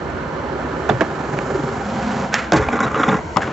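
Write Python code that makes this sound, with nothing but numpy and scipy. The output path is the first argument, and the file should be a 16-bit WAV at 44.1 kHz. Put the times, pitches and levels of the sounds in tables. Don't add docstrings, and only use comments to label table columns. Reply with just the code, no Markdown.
import sys
import numpy as np
from scipy import signal
from scipy.io import wavfile

SR = 44100
rng = np.random.default_rng(int(sys.argv[2]) if len(sys.argv) > 2 else 0)


def materialize(psi):
    bounded = np.clip(np.atleast_2d(psi).T, -1, 1)
    quanta = np.round(bounded * 32767).astype(np.int16)
    wavfile.write(sys.argv[1], SR, quanta)


def gain_from_decibels(decibels):
    exponent = np.asarray(decibels, float) / 20
    return 10 ** exponent


N = 155232


def rms_one(x):
    return x / np.sqrt(np.mean(x ** 2) + 1e-20)


def in_time(rows):
    s, *columns = np.transpose(rows)
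    return [np.interp(np.arange(N) / SR, s, c) for c in columns]


def at_hz(points, hz):
    known_hz, db = np.transpose(points)
    return np.interp(np.log(hz), np.log(known_hz), db)


def drift(rate):
    r = np.exp(-80 * np.pi * rate / SR)
    noise = rng.standard_normal(N // 40 + 2002)
    slow = signal.lfilter([1], [1, -2 * r, r * r], noise)[2000:]
    return np.interp(np.arange(N) / 40, np.arange(len(slow)), rms_one(slow))


def cut(x, hz, kind, order=2):
    return signal.sosfilt(signal.butter(order, hz, kind, fs=SR, output="sos"), x)


def body(x, peaks):
    out = 0
    for k, (hz, width_hz, db) in enumerate(peaks):
        r = np.exp(-np.pi * width_hz / SR)
        poles = [1, -2 * r * np.cos(2 * np.pi * hz / SR), r * r]
        gain = (-1) ** k * gain_from_decibels(db) * np.sqrt(1 - r * r) / 2
        out = out + gain * signal.lfilter([1, 0, -1], poles, x)
    return out


def grains(per_s, spread_db):
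    sizes = gain_from_decibels(spread_db * np.minimum(rng.exponential(1, N), 5)) * rng.choice([-1, 1], N)
    return rms_one(sizes * (rng.random(N) < per_s / SR) + 1e-9)


def burst(s, length, rise):
    out, i = np.zeros(N + SR), int(s * SR)
    t = np.arange(SR // 4) / SR
    out[i:i + len(t)] = (1 - np.exp(-t / max(rise, 1e-4))) ** 2 * np.exp(-t / max(length, 5e-4))
    return out[:N]


def near_tones(rows):
    t, rough, waver = np.arange(N) / SR, 1 + 0.25 * drift(150), 0.88 * drift(60)
    out = np.zeros(N)
    for s, length, hz, db in rows:
        swell = gain_from_decibels(db) * np.exp(-((t - s) / length) ** 2 * 2) * rough
        out += swell * np.cos(2 * np.pi * hz * (t - s) + min(hz / 1000, 1) * waver)
    return out


# (frequency [Hz], likeness [0-1])
SIDE_LIKENESS = [(60, 1), (160, 1), (420, 0.88), (1110, 0.37), (2940, 0.22), (7790, 0.19)]


def coloured(source, spectrum, patchy_db):
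    out, edges = 0, 24 * 2 ** np.arange(0, 8.6, .5)
    for low, high in zip(edges, edges[1:]):
        mid, side = cut(source, [low, high], "band")
        hz = np.sqrt(low * high)
        alike = np.clip(at_hz(SIDE_LIKENESS, hz), 0, .999)
        pair = np.sqrt(1 + alike) * mid + np.sqrt(1 - alike) * side * [[1], [-1]]
        out = out + gain_from_decibels(at_hz(spectrum, hz) + patchy_db * drift(12.9)) * pair
    return rms_one(out)


# (time [s], level [dB], rider's crouch [0-1], grit hiss [dB])
ROLL = [(0, -28.5, 0.27, -82), (.85, -24, 0.31, -54), (1.1, -24.5, 0.39, -53.5), (1.52, -22, 0.3, -45.5),
        (1.82, -24, 0.45, -46.5), (1.9, -26.5, 0.79, -46.5), (2.12, -21, 0.63, -44), (2.23, -20, 0.62, -43),
        (2.3, -28, 0.56, -52), (2.34, -32.5, 0.88, -68), (3.385, -42, 0.2, -46.5), (3.41, -25, 0.45, -49),
        (3.45, -25, 0.58, -58), (3.52, -24, 0.41, -60.5)]
# (time [s], depth [dB])
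THROB = [(1.0, 0), (1.25, 2.5), (1.7, 2), (2.05, 1.5), (2.15, 1)]
# (frequency [Hz], level [dB per Hz])
ROAD = [(45, -10), (130, -9.5), (300, -3.5), (600, 2.5), (1500, -15.5), (2600, -42.5), (4500, -66),
        (8000, -34)]
# (frequency [Hz], width [Hz], level [dB])
DECK_UPRIGHT = [(141.5, 19.8, -2.5), (234.2, 97, 2), (384.4, 43, 0), (540.6, 66, -1.5), (1150, 310, -6),
                (1793, 90, -16.5)]
# (frequency [Hz], width [Hz], level [dB])
DECK_CROUCHED = [(212.4, 58, 2), (442, 13, -22), (530, 27, -3.5), (798, 32, -6.5), (946, 185, -10),
                 (1350, 1000, -19.5)]


def wheels():
    turns_per_s, flat_spot_s, grit_per_s = 22.9, 1.334, 7000
    level_db, crouch, grit_db = in_time(ROLL)
    crouch = np.clip(crouch, 0, 1)
    since_flat_spot = np.arange(N) / SR - flat_spot_s
    turn = np.cos(2 * np.pi * turns_per_s * since_flat_spot + .1 * drift(1.5))
    throb_db = in_time(THROB)[0] * turn
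    grit = np.array([grains(grit_per_s, 2.75), grains(grit_per_s, 3.0)])
    upright = (1 - crouch) * gain_from_decibels(1.5) * body(grit[0], DECK_UPRIGHT)
    crouched = crouch * gain_from_decibels(4.0) * body(grit[0], DECK_CROUCHED)
    rumble = gain_from_decibels(-10.5) * coloured(grit, ROAD, patchy_db=1.48)
    hiss = cut(rng.standard_normal((2, N)) * 0.14 + rng.standard_normal(N), 5940, "high")
    rolling = gain_from_decibels(level_db + throb_db) * (upright + crouched + rumble)
    return rolling + gain_from_decibels(grit_db + 0.54 * throb_db + 7.5) * hiss


# (frequency [Hz], level [dB per Hz])
HUSH = [(40, -19), (300, 2), (850, 0), (1400, -6), (2500, -22.5), (8000, -30.5)]
# (time [s], level [dB])
GUSTS = [(0, -27), (.6, -28.5), (1.0, -27), (1.15, -34), (1.6, -29), (2.55, -31.5), (2.61, -18.5),
         (2.75, -35.5), (3.3, -27.5), (3.52, -49.5)]


def air():
    hush_db, wind_db, wind_hz, wind_width_hz = -31, -4, 66, 18
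    gust_db = in_time(GUSTS)[0]
    flow = rng.standard_normal(N) + 0.31 * rng.standard_normal((2, N))
    wind = gain_from_decibels(gust_db + wind_db) * rms_one(body(flow, [(wind_hz, wind_width_hz, 0)]))
    buffet = gain_from_decibels(-3.5 + 0.6 * gust_db) * cut(rng.standard_normal((2, N)), 49, "low")
    return gain_from_decibels(hush_db) * coloured(rng.standard_normal((2, N)), HUSH, patchy_db=0.9) + wind + buffet


# (time [s], knock [dB], thud [dB], crack [dB], chatter length [s])
BLOWS = [(0.889, -15.5, -12, -32, 0.0047), (1.007, -14, -19.5, -31, 0.0022),
         (1.015, -17.5, -29, -50, 0.0035), (1.3872, -15, -29.5, -35, 0.0019),
         (2.5203, -4, -17.5, -13, 0.0018), (2.529, -13, -20, -22, 0.0074),
         (2.556, -16.5, -22, -25.5, 0.018), (2.729, -24, -22.5, -47, 0.0072), (2.844, -33, -17, -38, 0.008),
         (3.3686, -12, -26, -19.5, 0.0013), (3.377, -23, -26, -36, .003),
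         (3.472, -20.5, -25.5, -54, 0.0036)]
# (frequency [Hz], width [Hz], level [dB])
BOX = [(57.6, 7, -22), (118.4, 75, -4), (168, 44, -1), (238.4, 34, 1), (304, 25, -2.5), (430, 22, -1.5),
       (550, 90, -3.5)]
# (frequency [Hz], width [Hz], level [dB])
AXLE = [(780, 80, -5), (848, 12, -5), (1055, 243, 0.5), (1220, 40, -4.5), (1376, 55, -2.5),
        (1710, 430, -1.5), (1890, 180, -2.5), (2230, 780, -10), (3360, 68, -21.5), (3760, 110, -25),
        (4970, 1400, -22.5), (7450, 1700, -19)]


def blows():
    thud_hz, thud_ring_s = 210, 0.014
    force = np.zeros((3, N))
    for s, knock_db, thud_db, crack_db, length in BLOWS:
        force[0] += gain_from_decibels(knock_db + 16) * burst(s, 0.71 * length, length)
        force[1] += gain_from_decibels(thud_db + 2) * burst(s, length + thud_ring_s, length)
        force[2] += gain_from_decibels(crack_db + 12.5) * burst(s, .5 * length, length)
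    hit, push, snap = force * rng.standard_normal((3, N)) + 1e-12
    knock = gain_from_decibels(10.5) * cut(hit, (380, 1760), "band", order=3) + gain_from_decibels(-4.0) * body(hit, AXLE)
    thud = gain_from_decibels(20) * cut(cut(push, 2.5 * thud_hz, "low"), .3 * thud_hz, "high")
    thud = thud + gain_from_decibels(-7) * body(push, BOX)
    crack = gain_from_decibels(19) * cut(cut(snap, 2960, "high"), 3900, "low", order=1)
    return knock + thud + crack


# (time [s], level [dB], ring [Hz], chatter
# length [s])
CATCHES = [(0.8945, -1.5, 600, 0.004), (0.897, -16.5, 3510, 0.0027), (1.009, -14.5, 3020, 0.0019),
           (1.008, -5, 1660, 0.0023), (1.013, 4, 620, .002), (1.02, -1.5, 519, 0.0028),
           (1.388, -11, 397, .003), (1.518, -11.5, 380, .008), (2.341, 2.5, 800, .0012),
           (2.348, -7.5, 1590, 0.0027), (2.522, -6.5, 559, 0.0085), (2.601, -17, 1500, 0.0027),
           (2.686, -12, 2420, 0.0029), (2.686, -6, 800, 0.004), (2.789, -6.5, 1150, 0.0037),
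           (2.843, -11, 1150, 0.003), (2.864, -9, 1234, 0.004), (2.879, -15, 1245, 0.004),
           (2.913, -19, 1240, .003), (2.944, -5.5, 1254, 0.0039), (2.963, -11.5, 520, .005),
           (2.951, -17.5, 1220, 0.025), (3.0, -11.5, 300, 0.0066), (3.006, -13, 1320, .004),
           (3.032, -1.5, 1350, 0.003), (3.037, -2.5, 1250, 0.0029), (3.032, -18.5, 3400, 0.004),
           (3.083, -12, 842, 0.014), (3.092, -10.5, 838, 0.014), (3.142, -8.5, 1050, 0.0057),
           (3.188, -20, 790, .004), (3.3606, -7, 1106, 0.0028), (3.369, 1.5, 805, 0.002),
           (3.371, 1, 1230, 0.0024), (3.376, -9.5, 603, .003), (3.383, -9.5, 744, .003),
           (3.405, -16, 1440, .003), (3.441, -16, 1430, .003)]


def catches():
    t, white, waver = np.arange(N) / SR, rng.choice([-1., 1.], N), .9 * drift(120)
    splash = gain_from_decibels(-3) * cut(white, 2800, "low", order=4)
    out = np.zeros(N)
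    for s, db, hz, length in CATCHES:
        ring = np.sin(2 * np.pi * hz * (t - s) + waver)
        out += gain_from_decibels(db) * burst(s, length, .0007) * (ring + min(hz / 1500, 1) * splash)
    return out


# (middle time [s], length [s], frequency [Hz], level [dB])
BOOMS = [(0.918, .012, 210, -17), (0.945, 0.024, 125, -17), (1.42, 0.011, 390, -23),
         (1.553, 0.017, 387, -18), (1.595, 0.0087, 300, -21), (2.552, .024, 318.5, -11.5),
         (2.568, .018, 139.5, -12.5), (2.594, .013, 95, -15), (2.589, .045, 428.5, -19),
         (2.62, .015, 85, -23), (2.646, .013, 75, -23), (2.679, .018, 62, -17.5), (2.835, .03, 238, -19.5),
         (3.445, .015, 85, -25), (3.087, 0.0069, 200, -14), (3.11, .013, 204, -14.5),
         (3.13, 0.0092, 190, -16), (3.154, 0.012, 185, -17), (3.25, 0.033, 166, -28.5),
         (3.3673, .004, 170, -9.5)]


def booms():
    return near_tones(BOOMS)


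# (time [s], level [dB])
SHOE = [(2.3, -66.5), (2.33, -21), (2.352, -14.5), (2.375, -23.5), (2.392, -18), (2.41, -27), (2.44, -27.5),
        (2.47, -34), (2.5, -45), (3.395, -60), (3.42, -19.5), (3.45, -33), (3.5, -36)]


def shoe():
    drag = gain_from_decibels(in_time(SHOE)[0]) * grains(8500, 1.2)
    return body(drag, [(1500, 530, 1.5)]) + gain_from_decibels(-9) * cut(drag, 3500, "high")


# (time [s], level [dB], decay [s])
SLAPS = [
    (2.3411, -2.5, 0.0009),
    (3.3688, -14, 0.0011),
]
# (frequency [Hz], width [Hz], level [dB])
SLAP_BANDS = [(1400, 330, 2), (2220, 1300, 1.2), (5200, 2600, 1.8)]


def pop():
    slap = sum(gain_from_decibels(db) * burst(s, decay, 0.000067) for s, db, decay in SLAPS)
    return body(slap * rng.choice([-1, 1], N) + 1e-12, SLAP_BANDS)


# (time [s], level [dB], weight on the box [dB])
GRIND = [(2.52, -45.5, -6.5), (2.535, -19.5, 0), (2.585, -25, 2.5), (2.63, -22, 2.5), (2.675, -24, 4.5),
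         (2.72, -20.5, 2), (2.78, -22.5, 2.5), (2.845, -17, 0), (2.87, -27.5, -8), (2.94, -25, 8),
         (3.02, -18, -1), (3.07, -17.5, 7), (3.11, -15.5, 3.5), (3.155, -17, 6), (3.21, -34.5, 1),
         (3.25, -54.5, 15.5)]


def grind():
    scrapes_per_s, spread_db, judder_db = 2200, 1, 3.5
    level_db, weight_db = in_time(GRIND)
    slips = gain_from_decibels(level_db + judder_db * drift(52)) * grains(scrapes_per_s, spread_db)
    return body(slips, AXLE) * gain_from_decibels(-5.5) + body(slips * gain_from_decibels(weight_db), BOX) * gain_from_decibels(-9)


# (middle time [s], length [s], frequency [Hz], level [dB])
SQUEALS = [(2.54, .008, 3750, -33), (2.535, .025, 7200, -39), (2.84, .016, 3860, -33),
           (2.99, .03, 3900, -45), (3.092, .007, 3550, -26)]


def squeals():
    return near_tones(SQUEALS)


# (left delay [s], level [dB], right delay [s])
ECHOES = [
    (.009, -17.5, 0.021),
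    (.024, -26, 0.038),
]


def echoes(x):
    out, dull = np.zeros((2, N)), cut(x, 2400, "low", order=1)
    for left_s, db, right_s in ECHOES:
        for side, s in enumerate((left_s, right_s)):
            delay = int(s * SR)
            out[side, delay:] += gain_from_decibels(db) * dull[:-delay]
    return out


# (time [s], left minus right [dB])
POSITION = [(0, -18), (2.3, -3.5), (3.3, -0.5), (3.36, 10.5), (3.42, 2)]


def scene():
    pan_db = in_time(POSITION)[0] / 2
    board = blows() + catches() + booms() + shoe() + pop() + grind() + squeals()
    near = wheels() + board + echoes(board)
    bass = cut(near, 980, "low", order=1)
    return bass + (near - bass) * gain_from_decibels(pan_db * [[1], [-1]]) + air()


def top_cut(x):
    return signal.sosfilt(signal.butter(12, 8390, fs=SR, output="sos"), x)


def record(dry):
    low_cut_hz, top_hz, overload = 69, 8450, 1
    narrow = signal.cheby2(14, 60, top_hz, fs=SR, output="sos")
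    x = signal.sosfilt(narrow, cut(dry, low_cut_hz, "high"))
    return top_cut(np.clip(x, -overload, overload))


dry = scene()
out = record(dry)
materialize(out)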